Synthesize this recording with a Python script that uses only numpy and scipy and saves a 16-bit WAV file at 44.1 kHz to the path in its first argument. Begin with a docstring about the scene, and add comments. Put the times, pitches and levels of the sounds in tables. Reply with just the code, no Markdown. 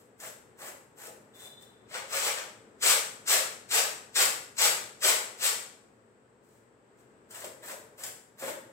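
"""A hand sweeps grain in a woven tray on the floor of a tiled room, with a low house hum of noise behind it.
A bangle rings faintly; then the tray is lifted, the heap slides, is tossed six times and slides to rest.
After a pause the hand sweeps again. Each stroke is a shower of tiny random impacts, coloured as grain on grain,
drumming on the weave and rubbing skins; hand thuds and knots of grain are short noise bursts, the bangle is
three sines. Decaying noise tails and standing waves make the bare walls, heard through two microphone ports."""
import sys
import numpy as np
from scipy import signal
from scipy.fft import rfft, irfft, next_fast_len
from scipy.io import wavfile
from scipy.ndimage import map_coordinates

SR = 44100
rng = np.random.default_rng(int(sys.argv[2]) if len(sys.argv) > 2 else 0)


def materialize(psi):
    """Save the field psi as 16-bit PCM at rate SR to the path in sys.argv[1].

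    A 1-D psi becomes a single channel; in a 2-D psi each row is a channel.
    """
    bounded = np.clip(np.atleast_2d(psi).T, -1, 1)
    quanta = np.round(bounded * 32767).astype(np.int16)
    wavfile.write(sys.argv[1], SR, quanta)


N = 384552

# The hand sweeps or stirs the grain.
# Each row: start in seconds, length in seconds, level in dB, rasp of the weave in dB relative to that level.
HAND_SWEEPS = [(0, 0.011, -55.5, -8), (0.203, 0.076, -43, -3), (0.591, 0.1, -44, -2.5),
               (0.978, 0.096, -45, -5.5), (1.35, 0.12, -50, -7), (1.595, 0.031, -57, -13),
               (6.435, .15, -67, -16), (6.974, .035, -67, -5), (7.308, .15, -46, -3),
               (7.632, .1, -43, -3.5), (7.984, .105, -43, -5.5), (8.392, 0.11, -40.5, -0.5)]
# The tossed heap lands. Each row: start in seconds, length in seconds, level in dB.
HEAP_LANDINGS = [(2.827, 0.081, -22), (3.277, 0.065, -22.5), (3.713, 0.07, -23.5), (4.16, 0.066, -23),
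                 (4.586, 0.069, -22), (5.026, 0.071, -23)]
# Tone of grain under the hand. Each row: frequency in Hz, relative level in dB.
HUSK_TONE = [(40, -63), (200, -30.5), (600, -3.5), (1000, -12), (1300, -6.5), (1800, 1.5), (2500, -6),
             (3300, -3), (4500, -4), (7000, 0.5), (11000, -0.5), (15500, -0.5)]
# Tone of dry skins rubbing under load. Each row: frequency in Hz, relative level in dB.
FIZZ_TONE = [(500, -66.5), (4000, -20), (8000, -4), (11000, 4), (15500, 0)]


def amp(db):
    """Linear gain of a level in dB."""
    return 10 ** (np.asarray(db) / 20)


def unit(x):
    """x scaled to rms 1."""
    return x / np.sqrt(np.mean(x ** 2) + 1e-20)


def along(points, hz):
    """Read a curve of (Hz, value) points on a log frequency axis."""
    f, v = np.transpose(points)
    return np.interp(np.log(hz + 1), np.log(f + 1), v)


def filtered(x, response):
    """x shaped by a complex response of frequency, with zero padding for the ring-out."""
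    n = x.shape[-1]
    padded = next_fast_len(n + SR // 2)
    hz = np.fft.rfftfreq(padded, 1 / SR)
    return irfft(rfft(x, padded) * response(hz), padded)[..., :n]


def coloured(x, tone):
    """x given a tone curve, at rms 1."""
    return unit(filtered(x, lambda hz: amp(along(tone, hz))))


def wobble(rate):
    """A smooth random curve with rate knots a second."""
    knots = rng.standard_normal(int(N * rate / SR) + 4)
    return map_coordinates(knots, [np.arange(N) * rate / SR])


def add(track, s, piece):
    """Mix a piece into the track at s seconds."""
    start = max(round(s * SR), 0)
    part = track[..., start:start + piece.shape[-1]]
    part += piece[..., :part.shape[-1]]


def diffuse(size):
    """Noise from all sides: the two ports share much of the bass and little of the treble."""
    # Each row: frequency in Hz, left-right correlation.
    likeness = [(25, 0.37), (60, 0.94), (130, .88), (300, .8), (640, 0.53), (1400, -0.19), (3000, 0.13),
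                (6000, -0.0086)]

    def mid_side(hz):
        turn = np.arccos(np.clip(along(likeness, hz), -1, 1)) / 2
        return np.array([np.cos(turn), np.sin(turn)])

    mid, side = filtered(rng.standard_normal((2, size)), mid_side)
    return np.array([mid + side, mid - side])


def impacts(per_second, scatter_db, clump_db):
    """A shower of tiny impacts of uneven size, swelling in small and large clumps."""
    hit = rng.random(N) < per_second / SR
    clumps = wobble(170) + wobble(45)
    size_db = scatter_db * rng.standard_normal(N) + clump_db * clumps
    return hit * rng.choice([-1, 1], N) * amp(size_db)


def flow(strokes, lead_s, first_db, swell_share, settle_s, trickle_db, press_s, press_db,
         weave_db, fizz_db, weave_grows=0, fizz_grows=0):
    """Envelopes of loose grain, drumming weave and rubbing fizz, the last two following the heap's weight.

    Stray grains lead in, the bulk arrives at first_db, swells for a share of the length, holds, settles and
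    trickles on. The weight comes on from press_db over press_s. Weave and fizz levels are relative to the
    loose grain; grows is the further dB per dB of stroke level, taken below the loudest stroke.
    """
    trickle_t60_s = 1.6
    t = np.arange(SR) / SR - lead_s
    contact = np.zeros((3, N))
    starts, lengths, levels_db = np.transpose(strokes)
    effort_db = levels_db - levels_db.max()
    weaves = amp(weave_db + weave_grows * effort_db)
    fizzes = amp(fizz_db + fizz_grows * effort_db)
    for s, length, db, weave, fizz in zip(starts, lengths, levels_db, weaves, fizzes):
        rise_db = np.interp(t, [-lead_s, 0, swell_share * length], [-60, first_db, 0])
        after = np.maximum(t - length, 0)
        settle_db = -60 * after / settle_s
        stragglers_db = trickle_db - 60 * after / trickle_t60_s
        stroke = amp(db + rise_db + np.maximum(settle_db, stragglers_db))
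        loaded = stroke * amp(np.interp(t, [0, press_s], [press_db, 0]))
        kinds = np.array([stroke, weave * loaded, fizz * loaded])
        add(contact, s - lead_s, kinds[:, t + s >= 0])  # drop any lead-in before time zero
    return contact


def bursts(rows):
    """Envelope of sudden blows (s, dB, t60 s), each with a 2 ms attack and an exponential decay."""
    t = np.arange(SR) / SR
    envelope = np.zeros(N)
    for s, db, t60 in rows:
        add(envelope, s, amp(db - 60 * t / t60) * np.minimum(t / .002, 1))
    return envelope


def ambience(drift_db=0.54):
    """The low background noise of the house: diffuse coloured noise, drifting a little in level."""
    # Each row: frequency in Hz, relative level in dB.
    house_tone = [(15, -44.5), (30, -23.5), (50, -12.5), (90, -9.5), (114, 1.5), (165, -6.5), (210, 0),
                  (320, -3.5), (440, 3), (620, -6), (1000, -8.5), (1600, -10), (3600, -25.5), (6600, -30.5),
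                  (8000, -23), (9400, -36), (15500, -38)]
    # Each row: time in seconds, level in dB before the drift.
    house_level = [(0, -60), (2.7, -56.5), (5.8, -59.5), (6.5, -62), (7.15, -59.5)]
    level_db = np.interp(np.arange(N) / SR, *np.transpose(house_level)) + drift_db * wobble(5.6)
    return amp(level_db) * coloured(diffuse(N), house_tone)


def sweeps():
    """Fingers drag grain across the ribs of the weave: loose scrape, rasp of the ribs and rubbing fizz."""
    # Grain pressed over the weave. Each row: frequency in Hz, relative level in dB.
    rib_tone = [(30, -60), (100, -16), (220, -14), (330, -8), (550, -2), (900, -1.5), (1250, -2),
                (1800, -0.5), (2500, -6.5), (4000, -11.5), (15500, -37)]
    rows = np.array(HAND_SWEEPS)
    loose, heavy, rubbing = flow(
        rows[:, :-1], lead_s=0.052, first_db=-4.5, swell_share=0.48, settle_s=0.054, trickle_db=-34,
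        press_s=0.029, press_db=0,  # at 0 dB the hand bears fully from the start
        weave_db=rows[:, -1], fizz_db=-3.5, fizz_grows=0.31)
    scrape = coloured(impacts(per_second=5000, scatter_db=3, clump_db=1.4), HUSK_TONE)
    rasp = coloured(impacts(per_second=1400, scatter_db=2.5, clump_db=1.6), rib_tone)
    fizz = coloured(impacts(per_second=9000, scatter_db=3, clump_db=1.2), FIZZ_TONE)
    return loose * scrape + heavy * rasp + rubbing * fizz


def bumps():
    """The soft heel of the hand leans late in every sweep and at times knocks; the light weave has little bass."""
    # Hand on the tray. Each row: frequency in Hz, relative level in dB.
    thud_tone = [(25, -60), (70, -36), (130, -24.5), (200, -7), (300, -7), (450, 1.5), (600, 4),
                 (850, -5.5), (1400, -17), (3000, -19), (10000, -42)]
    # The hand knocks the tray. Each row: start in seconds, level in dB.
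    hand_knocks = [(1.075, -43), (7.44, -38.5), (7.712, -46.5), (8.424, -29), (8.477, -34)]
    lean_share, lean_db, lean_t60_s = .85, -6.5, 0.12  # place within the sweep; level relative to it
    knock_t60_s = 0.076
    leans = [(s + lean_share * length, db + lean_db, lean_t60_s) for s, length, db, _ in HAND_SWEEPS]
    knocks = [(s, db, knock_t60_s) for s, db in hand_knocks]

    def body(hz):
        return amp(along(thud_tone, hz))

    thuds = filtered(bursts(leans + knocks) * rng.standard_normal(N), body)
    body_power = np.mean(body(np.linspace(0, SR / 2, SR)) ** 2)
    return thuds / np.sqrt(body_power)


def ticks(t60=.052):
    """A knot of grain strikes at once as a short, sharp noise burst; one opens every landing."""
    # Each row: start in seconds, level in dB.
    grain_knots = [(0.2, -36.5), (1.621, -43.5), (4.234, -27), (5.472, -22), (7.308, -38), (7.345, -34),
                   (7.443, -32.5), (8.035, -25)]
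    front_db = -9.5  # relative to the landing
    fronts = [(s, db + front_db) for s, _, db in HEAP_LANDINGS]
    strikes = [(s, db, t60) for s, db in [*fronts, *grain_knots]]
    return bursts(strikes) * coloured(rng.standard_normal(N), HUSK_TONE)


def bangle(t60=0.93):
    """A metal bangle is brushed; its sine partials waver in pitch and flutter in level as the wrist moves."""
    # Partials of the ring. Each row: frequency in Hz, relative level in dB.
    ring_partials = [(3112, -19), (3535, -3), (3972, -9.5)]
    # Each row: start in seconds, level in dB.
    touches = [(1.336, -59.5), (1.39, -53.5), (1.46, -60.5)]
    t = np.arange(N) / SR

    def partial(hz):
        flutter = amp(2 * wobble(35))
        cycles = hz * t + .25 * wobble(50)
        return flutter * np.sin(2 * np.pi * cycles)

    ring = sum(amp(db) * partial(hz) for hz, db in ring_partials)
    return bursts([(s, db, t60) for s, db in touches]) * unit(ring)


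def tosses():
    """The heap slides, or rains back on itself, and drums on the tray: patter, drum and rubbing fizz."""
    # The heap slides over the weave as the tray is jogged.
    # Each row: start in seconds, length in seconds, level in dB.
    heap_slides = [(1.908, 0.058, -39), (2.1, .074, -30), (2.21, 0.066, -28), (2.365, 0.021, -39.5),
                   (5.406, .058, -24.5)]
    # Grain on grain. Each row: frequency in Hz, relative level in dB.
    grain_tone = [(40, -65), (200, -41.5), (500, -24), (1200, -2), (2200, 0.5), (3200, 0), (5000, 1),
                  (8000, -0.5), (11000, -7), (15500, -9.5)]
    # Grain on the tray. Each row: frequency in Hz, relative level in dB.
    weave_tone = [(30, -58.5), (80, -27.5), (200, -17), (270, -17.5), (400, -1), (600, 2.5), (830, 0.5),
                  (980, -1), (1250, 3), (2200, 3), (4000, -5), (9000, -24.5), (15500, -32.5)]
    landing = flow(
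        HEAP_LANDINGS, lead_s=.05, first_db=-3, swell_share=0.51, settle_s=.23, trickle_db=-48.5,
        press_s=0.028, press_db=-9.5, weave_db=-5.5, fizz_db=-1.5)
    sliding = flow(
        heap_slides, lead_s=.075, first_db=-12, swell_share=0.66, settle_s=0.2, trickle_db=-44.5,
        press_s=0.035, press_db=-4, weave_db=-7.5, fizz_db=-3, weave_grows=-0.66, fizz_grows=.35)
    loose, heavy, rubbing = landing + sliding
    patter = coloured(impacts(per_second=7000, scatter_db=3, clump_db=1.1), grain_tone)
    drum = coloured(impacts(per_second=3000, scatter_db=3, clump_db=1.2), weave_tone)
    fizz = coloured(impacts(per_second=9000, scatter_db=3, clump_db=1.1), FIZZ_TONE)
    return loose * patter + heavy * drum + rubbing * fizz


def tail():
    """The walls' answer to one spot: diffuse noise in which each frequency dies at its own speed."""
    # Each row: frequency in Hz, time to fall 60 dB in seconds.
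    decay_times = [(150, 1), (530, 0.58), (1400, 0.58), (3700, 0.49), (8000, 0.5), (15000, 0.37)]
    hz, t, noise = signal.stft(diffuse(SR), SR, nperseg=256)
    decay = amp(-60 * t / along(decay_times, hz)[:, None])
    answer = signal.istft(noise * decay, SR, nperseg=256)[1]
    return answer / np.linalg.norm(answer[0])


def room(x, direct_db, wet_db, lag_ms, count=6):
    """Contacts wander over the tray, each spot with its own tail; the direct sound reaches the left port first."""
    # Room modes. Each row: centre in Hz, width in Hz, peak level in dB relative to the plain tail.
    modes = [(447, 3.5, 0.5), (453, 7.6, -4), (536, 22, 2), (612.4, 11, 1.5), (735, 3, 2), (843, 12, 1),
             (1250, 6.1, -10.5)]
    spots = np.array([wobble(70) for _ in range(count)])
    shares = spots / np.linalg.norm(spots, axis=0)  # total power stays constant
    wet = sum(signal.oaconvolve((share * x)[None], tail(), axes=1)[:, :N] for share in shares)

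    def standing_waves(f):
        return 1 + sum(amp(db) * 1j * f * w / (c * c - f * f + 1j * f * w) for c, w, db in modes)

    wet = filtered(wet, standing_waves)
    late = filtered(x, lambda hz: np.exp(-2j * np.pi * hz * lag_ms / 1000))
    return amp(direct_db) * np.array([x, late]) + amp(wet_db) * wet


def scene():
    """Everything sounds from the tray, about an arm's length away in a live room, over the house noise."""
    tray = sweeps() + bumps() + ticks() + bangle() + tosses()
    return ambience() + room(tray, direct_db=-3.5, wet_db=-0.5, lag_ms=0.14)


def record(dry):
    """Each microphone port colours the sound with its cavity resonance; a steep band limit cuts the top."""
    # Each row: frequency in Hz, gain in dB.
    left_port = [(300, 1), (2000, -0.5), (4800, 0), (6500, 0.5), (7500, 6.5), (8200, 8.5), (9000, -5),
                 (10600, -11), (12500, -6), (15500, -7)]
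    # Each row: frequency in Hz, gain in dB.
    right_port = [(300, -1.5), (2000, -3.5), (5000, -3.5), (6700, -6), (7300, -6.5), (8000, 1), (9300, -2),
                  (12200, -1.5), (15500, -5)]
    top_hz = 15850

    def ports(hz):
        band = np.clip((top_hz - hz) / 200 + .5, 0, 1)  # fades out over 200 Hz
        return amp([along(left_port, hz), along(right_port, hz)]) * band

    return filtered(dry, ports)


dry = scene()
out = record(dry)
materialize(out)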